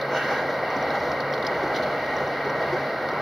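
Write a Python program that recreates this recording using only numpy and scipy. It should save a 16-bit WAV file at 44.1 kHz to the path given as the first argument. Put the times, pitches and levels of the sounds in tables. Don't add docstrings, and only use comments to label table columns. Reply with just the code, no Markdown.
import sys
import numpy as np
from scipy import signal
from scipy.fft import rfft, irfft
from scipy.io import wavfile
from scipy.ndimage import uniform_filter1d

SR = 44100
rng = np.random.default_rng(int(sys.argv[2]) if len(sys.argv) > 2 else 0)


def invert_db(x):
    u = np.asarray(x, float) / 20
    return 10 ** u


def log_audio(samples):
    frames = np.atleast_2d(samples).T
    limited = np.clip(frames, -1, 1)
    pcm = np.round(limited * 32767).astype(np.int16)
    wavfile.write(sys.argv[1], SR, pcm)


N = 141561


def level(x, db):
    return x * invert_db(db) / np.sqrt(np.mean(x ** 2))


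def colour(x, points):
    p = np.array(points)
    f = np.arange(N // 2 + 1) * SR / N + 1
    outside = np.abs(np.log(f / np.clip(f, p[0, 0], p[-1, 0])))
    db = np.interp(np.log(f), np.log(p[:, 0]), p[:, 1]) - 30 * outside
    return irfft(rfft(x) * invert_db(db), N)


def resonance(x, hz, width):
    return signal.lfilter(*signal.iirpeak(hz, hz / width, SR), x)


def walk(rate):
    k = int(SR / rate)
    steps = np.repeat(rng.standard_normal(N // k + 1), k)
    return 1.326 * uniform_filter1d(uniform_filter1d(steps, k), k)[:N]


def patchy(points, flicker_db, rate):
    spectrum = rfft(colour(rng.standard_normal(N), points))
    f = np.arange(N // 2 + 1) * SR / N + 1
    out = 0
    for k in np.arange(12, 44):
        share = np.clip(1 - np.abs(3 * np.log2(f) - k), 0, 1)
        out = out + irfft(spectrum * share, N) * invert_db(flicker_db * walk(rate))
    return out


def strike(t, start, db, rise_s, fall_s):
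    u = np.maximum(t - start, 0)
    return invert_db(db) * np.minimum(u / rise_s, 1) * np.exp(-u / fall_s)


def engine(t):
    shaft_hz, cylinders, gear_teeth = 23.51, 6, 80
    turn = 2 * np.pi * np.cumsum(shaft_hz * (1 + 0.0012 * walk(5.81))) / SR
    drone = invert_db(-45 + 2 * walk(15)) * np.sin(cylinders * turn)
    drone += invert_db(-71 + 2 * walk(3.8)) * np.sin(3.5 * turn)
    whine = np.sin(gear_teeth * turn)
    whine += invert_db(-4.5 + 2 * walk(7.1)) * np.sin((gear_teeth + 1) * turn)
    return np.sqrt(2) * (drone + invert_db(-40 + 2 * walk(22.55)) * whine)


# t/s, peak level/dB
TICKS = [
    (1.3747, -40),
    (1.4455, -49),
    (1.4655, -44),
    (1.7583, -51),
    (2.0871, -56),
    (2.7356, -44),
    (2.8094, -50),
    (2.9406, -51),
    (3.1566, -51),
]


def ticks(t):
    envelope = sum(strike(t, s, db - 6, 0.001, 0.006) for s, db in TICKS)
    treble = signal.butter(4, 8500, "high", fs=SR, output="sos")
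    return envelope * signal.sosfilt(treble, rng.standard_normal((2, N)))


# t/s, peak level/dB, share of the full glide
SQUEAKS = [(0.701, -44.5, 0.71), (0.7646, -40, 0.84), (0.824, -39.5, 0.6), (1.001, -42, 0.34),
           (1.3246, -39, 0.3), (1.676, -49, 1.4), (2.059, -47, 0.68), (2.164, -37.5, 0.58),
           (2.2742, -45, 0.68), (2.4468, -47, 0.8), (2.4972, -39.5, 0.57), (2.814, -49.5, 0.35),
           (3.114, -47, 0.56)]


def squeaks(t):
    from_hz, to_hz, length_s, rough = 6600, 5350, 0.008, 0.04
    out = np.zeros(N)
    u = np.arange(int(length_s * 2 * SR)) / SR / length_s
    shape = np.minimum(u / 0.1, 1) * np.exp(-1.2 * u ** 2)
    for s, db, glide in SQUEAKS:
        hz = to_hz + (from_hz - to_hz) * np.clip(glide, 0.3, 1.1) * np.exp(-1.8 * u)
        hz *= 1 + rough * uniform_filter1d(rng.standard_normal(len(u)), size=12)
        i = int(s * SR)
        out[i:i + len(u)] += invert_db(db + 1) * shape * np.sin(2 * np.pi * np.cumsum(hz) / SR)
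    return out


# t/s, peak level/dB, length/s, f/Hz
RATTLES = [(0.012, -28, 0.0059, 4050), (0.166, -45, 0.0046, 2670), (0.499, -39, 0.0056, 3600),
           (0.54, -37, 0.0059, 2920), (0.904, -32, 0.0056, 4100), (0.953, -32.5, 0.006, 3860),
           (1.033, -39, 0.005, 4510), (1.115, -28, 0.0056, 4580), (1.202, -29, 0.0078, 4400),
           (1.3363, -25, 0.0069, 4300), (1.376, -33, 0.0069, 4040), (1.425, -22.5, 0.0031, 3650),
           (1.448, -29.5, 0.0078, 4100), (1.4658, -19, 0.0045, 5000), (1.744, -31, 0.0052, 2800),
           (1.749, -28.5, 0.0067, 4100), (1.756, -29, 0.006, 3260), (1.761, -26, 0.0085, 4100),
           (1.765, -30, 0.006, 2900), (1.774, -34.5, 0.0045, 4350), (1.825, -31, 0.0077, 4320),
           (1.833, -33, 0.007, 4180), (2.182, -36.5, 0.0076, 4000), (2.624, -33, 0.007, 4180),
           (2.7344, -56, 0.0046, 2780), (3.087, -26, 0.0033, 3000), (3.094, -38, 0.0044, 4170)]
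# f/Hz, level/dB
RATTLE_TONE = [(1500, -17), (2800, 7), (4400, 0.5), (5500, 0), (6500, -14), (9000, -24), (15500, -20)]


def rattles(t):
    chatter_per_s, chatter_db, chatter_spread_db = 88, -63, 2
    noise = rng.standard_normal(N)
    ring, envelope = 0, 0
    for s, db, length_s, hz in RATTLES:
        burst = strike(t, s, db, 0.00068, length_s)
        envelope = envelope + burst
        ring = ring + burst * level(resonance(noise, hz, 0.13 * hz), -7)
    hits = rng.random(N) < chatter_per_s / SR
    hits = hits * invert_db(chatter_db + chatter_spread_db * rng.exponential(size=N))
    envelope = 0.65 * envelope + signal.lfilter([1], [1, -0.994], hits)
    return ring + 0.61 * envelope * level(colour(rng.standard_normal(N), RATTLE_TONE), 0)


# t/s, peak level/dB, f/Hz
KNOCKS = [
    (.11, -24, 1255),
    (.3, -26, 1320),
    (.478, -16, 1954),
    (.482, -23, 1344),
    (0.734, -18, 1007),
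    (1.76, -22, 2100),
    (1.919, -28, 1250),
    (2.68, -25, 2066),
    (2.76, -19, 1570),
]


def knocks(t):
    t60_s = 0.18
    out = 0
    wobble = np.cumsum(walk(90)) / SR
    for s, db, hz in KNOCKS:
        u = np.maximum(t - s, 0)
        tone = np.sin(2 * np.pi * hz * (u + 0.015 * wobble))
        out = out + strike(t, s, db - 6, 0.0066, t60_s / np.log(1000)) * tone
    return out


# f/Hz, level/dB per Hz
SCRAPE_TONE = [(1200, -11), (2000, 9), (2800, 11.5), (3400, -21.5), (4200, -13), (5300, -11), (6200, -8),
               (6900, -19)]
# t/s, level/dB
SCRAPE_BURSTS = [
    (.08, -10.5),
    (.115, -1),
    (.135, 1),
    (.17, 6.5),
    (.21, -0.5),
    (.25, 2.5),
    (.31, 0.5),
    (.39, -6),
    (.46, -6),
]
# f/Hz, width/Hz, level/dB
SCRAPE_RINGS = [(2250, 170, -43), (2900, 100, -51.5), (3790, 100, -56), (4200, 120, -55),
                (5410, 100, -59.5), (6150, 70, -57.5)]
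# f/Hz, width/Hz, level/dB
PANEL = [(1320, 78, -12.5), (1514, 98, 2.5), (1604, 71, 3.5)]
# t/s, level/dB
PANEL_STROKES = [
    (.15, -5),
    (.174, 2.5),
    (.205, -3.5),
    (.234, 1.5),
    (.265, -6.5),
    (.308, -4.5),
    (.35, -3.5),
    (.39, -1),
    (.46, 0),
]


def scrape(t):
    start_s, attack_s, end_s, release_s = 0.069, 0.035, 0.385, 0.072
    fall = np.clip((end_s + release_s - t) / release_s, 0, 1)
    rub = level(patchy(SCRAPE_TONE, 5.1, 25.6), -37.5)
    rub = rub + level(resonance(rng.standard_normal(N), 10800, 3000), -60)
    for hz, width, db in SCRAPE_RINGS:
        rub = rub + level(resonance(rng.standard_normal(N), hz, width), db) * invert_db(3.5 * walk(23.8))
    bursts = invert_db(np.interp(t, *np.array(SCRAPE_BURSTS).T))
    swish = np.clip((t - start_s) / attack_s, 0, 1) * bursts * rub

    noise = rng.standard_normal(N)
    ring = level(sum(invert_db(db) * resonance(noise, hz, w) / np.sqrt(w) for hz, w, db in PANEL), -24.5)
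    u = np.maximum(t - 0.142, 0)
    strokes = invert_db(np.interp(t, *np.array(PANEL_STROKES).T) - 3.5)
    return fall * (swish + ring * np.minimum(u / 0.0098, 1) * strokes)


# t/s, peak level/dB, f/Hz
BUMPS = [(0.125, -16.5, 606), (0.299, -14.5, 824), (0.489, -17, 557), (0.935, -17, 874), (1.627, -26, 460),
         (1.919, -32, 570), (2.197, -16.5, 600), (2.472, -22.5, 840), (2.559, -18.5, 503), (2.6, -19, 656),
         (2.729, -17.5, 505)]
# t/s, peak level/dB, f/Hz
THUDS = [
    (0.757, -21, 267),
    (0.879, -22, 267),
    (1.039, -20.5, 273),
    (1.626, -13, 316),
    (2.448, -21, 410),
    (2.723, -16, 360),
    (3.12, -19, 390),
]


def bumps(t):
    t60_s = 0.16
    out = 0
    for s, db, hz in list(BUMPS) + list(THUDS):
        puff = level(resonance(rng.standard_normal(N), hz, 0.09 * hz), 0)
        out = out + strike(t, s, db - 7, 0.0079, t60_s / np.log(1000)) * puff
    return out


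# f/Hz, level/dB per Hz
ROAR = [(15, -67), (25, -40), (102, -16.5), (133, -11.5), (188, -11.5), (384, -7), (507, 0), (1150, -8.5),
        (1600, -7.5), (2080, -45), (3520, -120)]
# f/Hz, level/dB per Hz
RUSH = [(1300, 0.5), (1600, 2.5), (2000, 14), (2350, 8), (2750, 3.5), (3300, -10), (4250, -4), (5400, -14)]
# f/Hz, width/Hz, level/dB
CABIN = [(84.5, 12, -4.5), (284.5, 36, 0.5), (360, 8.8, -2.5), (528, 35, -2), (624.5, 41, 6.5),
         (742, 12, 2.5), (804, 34, 1.5)]
# t/s, road level/dB, gust level/dB
ROAD = [(0, -30.5, 0), (.15, -27.5, -1.5), (.23, -30, -0.5), (.3, -26.5, 3), (.48, -29, -1), (.7, -29, 0.5),
        (.93, -28, 0.5), (1.0, -30, 1), (1.12, -28.5, 0.5), (1.25, -29, 0), (1.6, -28, 1.5), (1.9, -28, 1),
        (2.06, -30.5, 2), (2.22, -27.5, -1.5), (2.33, -30, 0), (2.58, -27.5, 0.5), (2.97, -30, -0.5),
        (3.21, -27.5, 0)]
# f/Hz, level/dB
APART = [(60, -34), (250, -47.5), (450, -58), (700, -30.5), (1500, -18), (2500, -10), (3200, -10.5),
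         (4300, -13.5), (6300, -0.5)]


def road(t):
    roar_db, rush_db, cabin_db = -25, -32.5, -35
    c = np.array(ROAD)
    rush_tone = list(RUSH) + [(6600, -32)]
    gain = invert_db(np.interp(t, c[:, 0], c[:, 1] - np.median(c[:, 1])))
    gust = invert_db(0.67 * walk(8.79) + np.interp(t, c[:, 0], c[:, 2])) / gain
    noise = rng.standard_normal((3, N))
    cabin = sum(invert_db(db) * level(resonance(noise[0], hz, w), 0) * np.sqrt(w) for hz, w, db in CABIN)
    mid = level(patchy(ROAR, 0.53, 7.44), roar_db - 2)
    mid = mid + level(cabin * invert_db(2.9 * walk(11)), cabin_db)
    mid = mid + level(patchy(rush_tone, 0.76, 12.2) * gust, rush_db)
    apart = level(colour(noise[1], ROAR), roar_db) + level(colour(noise[2], rush_tone) * gust, rush_db)
    return gain * np.array([mid, colour(apart, APART)])


# f/Hz, width/Hz, share
PORTS = [(1150, 200, -0.013), (1590, 230, -0.1), (2460, 270, 0.65), (3070, 580, -0.56), (4000, 360, 0.44),
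         (6340, 540, -0.55)]


def scene():
    t = np.arange(N) / SR
    roar, apart = road(t)
    swish, chirps, clatter = scrape(t), squeaks(t), rattles(t)
    mid = engine(t) + roar + swish + bumps(t) + knocks(t) + chirps + clatter
    near = 0.85 * colour(np.roll(swish, 400), APART)
    near = near + 0.32 * np.roll(clatter, 30) + 0.1 * np.roll(chirps, 12)
    side = apart + near + sum(share * resonance(mid, hz, w) for hz, w, share in PORTS)
    return np.array([mid + side, mid - side]) + ticks(t)


def top_cut(x):
    return signal.sosfilt(signal.butter(12, 16320, fs=SR, output="sos"), x)


# f/Hz, width/Hz
NOTCHES = [(1766, 101), (2541, 770), (4974, 190)]


def record(dry):
    def cut(x, *design):
        return signal.sosfilt(design[0](*design[1:], fs=SR, output="sos"), x)

    x = dry
    for hz, width in NOTCHES:
        x = signal.lfilter(*signal.iirnotch(hz, hz / width, SR), x)
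    low = cut(x, signal.ellip, 8, 0.5, 80, 6750)
    low = cut(low, signal.butter, 6, 6040)

    swell = uniform_filter1d(np.abs(cut(x[0], signal.butter, 2, [4000, 6500], "band")), 300)
    swell = (swell / swell.mean()) ** 0.5
    hiss = level(rng.standard_normal(x.shape), -55.5) * swell
    high = cut(hiss * invert_db([[0.2], [-0.2]]) + 0.32 * x, signal.butter, 12, 9200, "high")
    high = cut(high, signal.ellip, 8, 0.5, 60, 8500, "high")

    gap_hz, gap_width_hz = 7750, 400
    leak = resonance(rng.standard_normal(N), gap_hz, gap_width_hz)
    leak = level(resonance(leak, gap_hz, gap_width_hz), -82)
    leak = np.clip(walk(45) - 0.75, 0, 0.5) * leak
    mix = cut(low + high + leak, signal.ellip, 14, 0.3, 70, 15740)
    return top_cut(mix)


dry = scene()
out = record(dry)
log_audio(out)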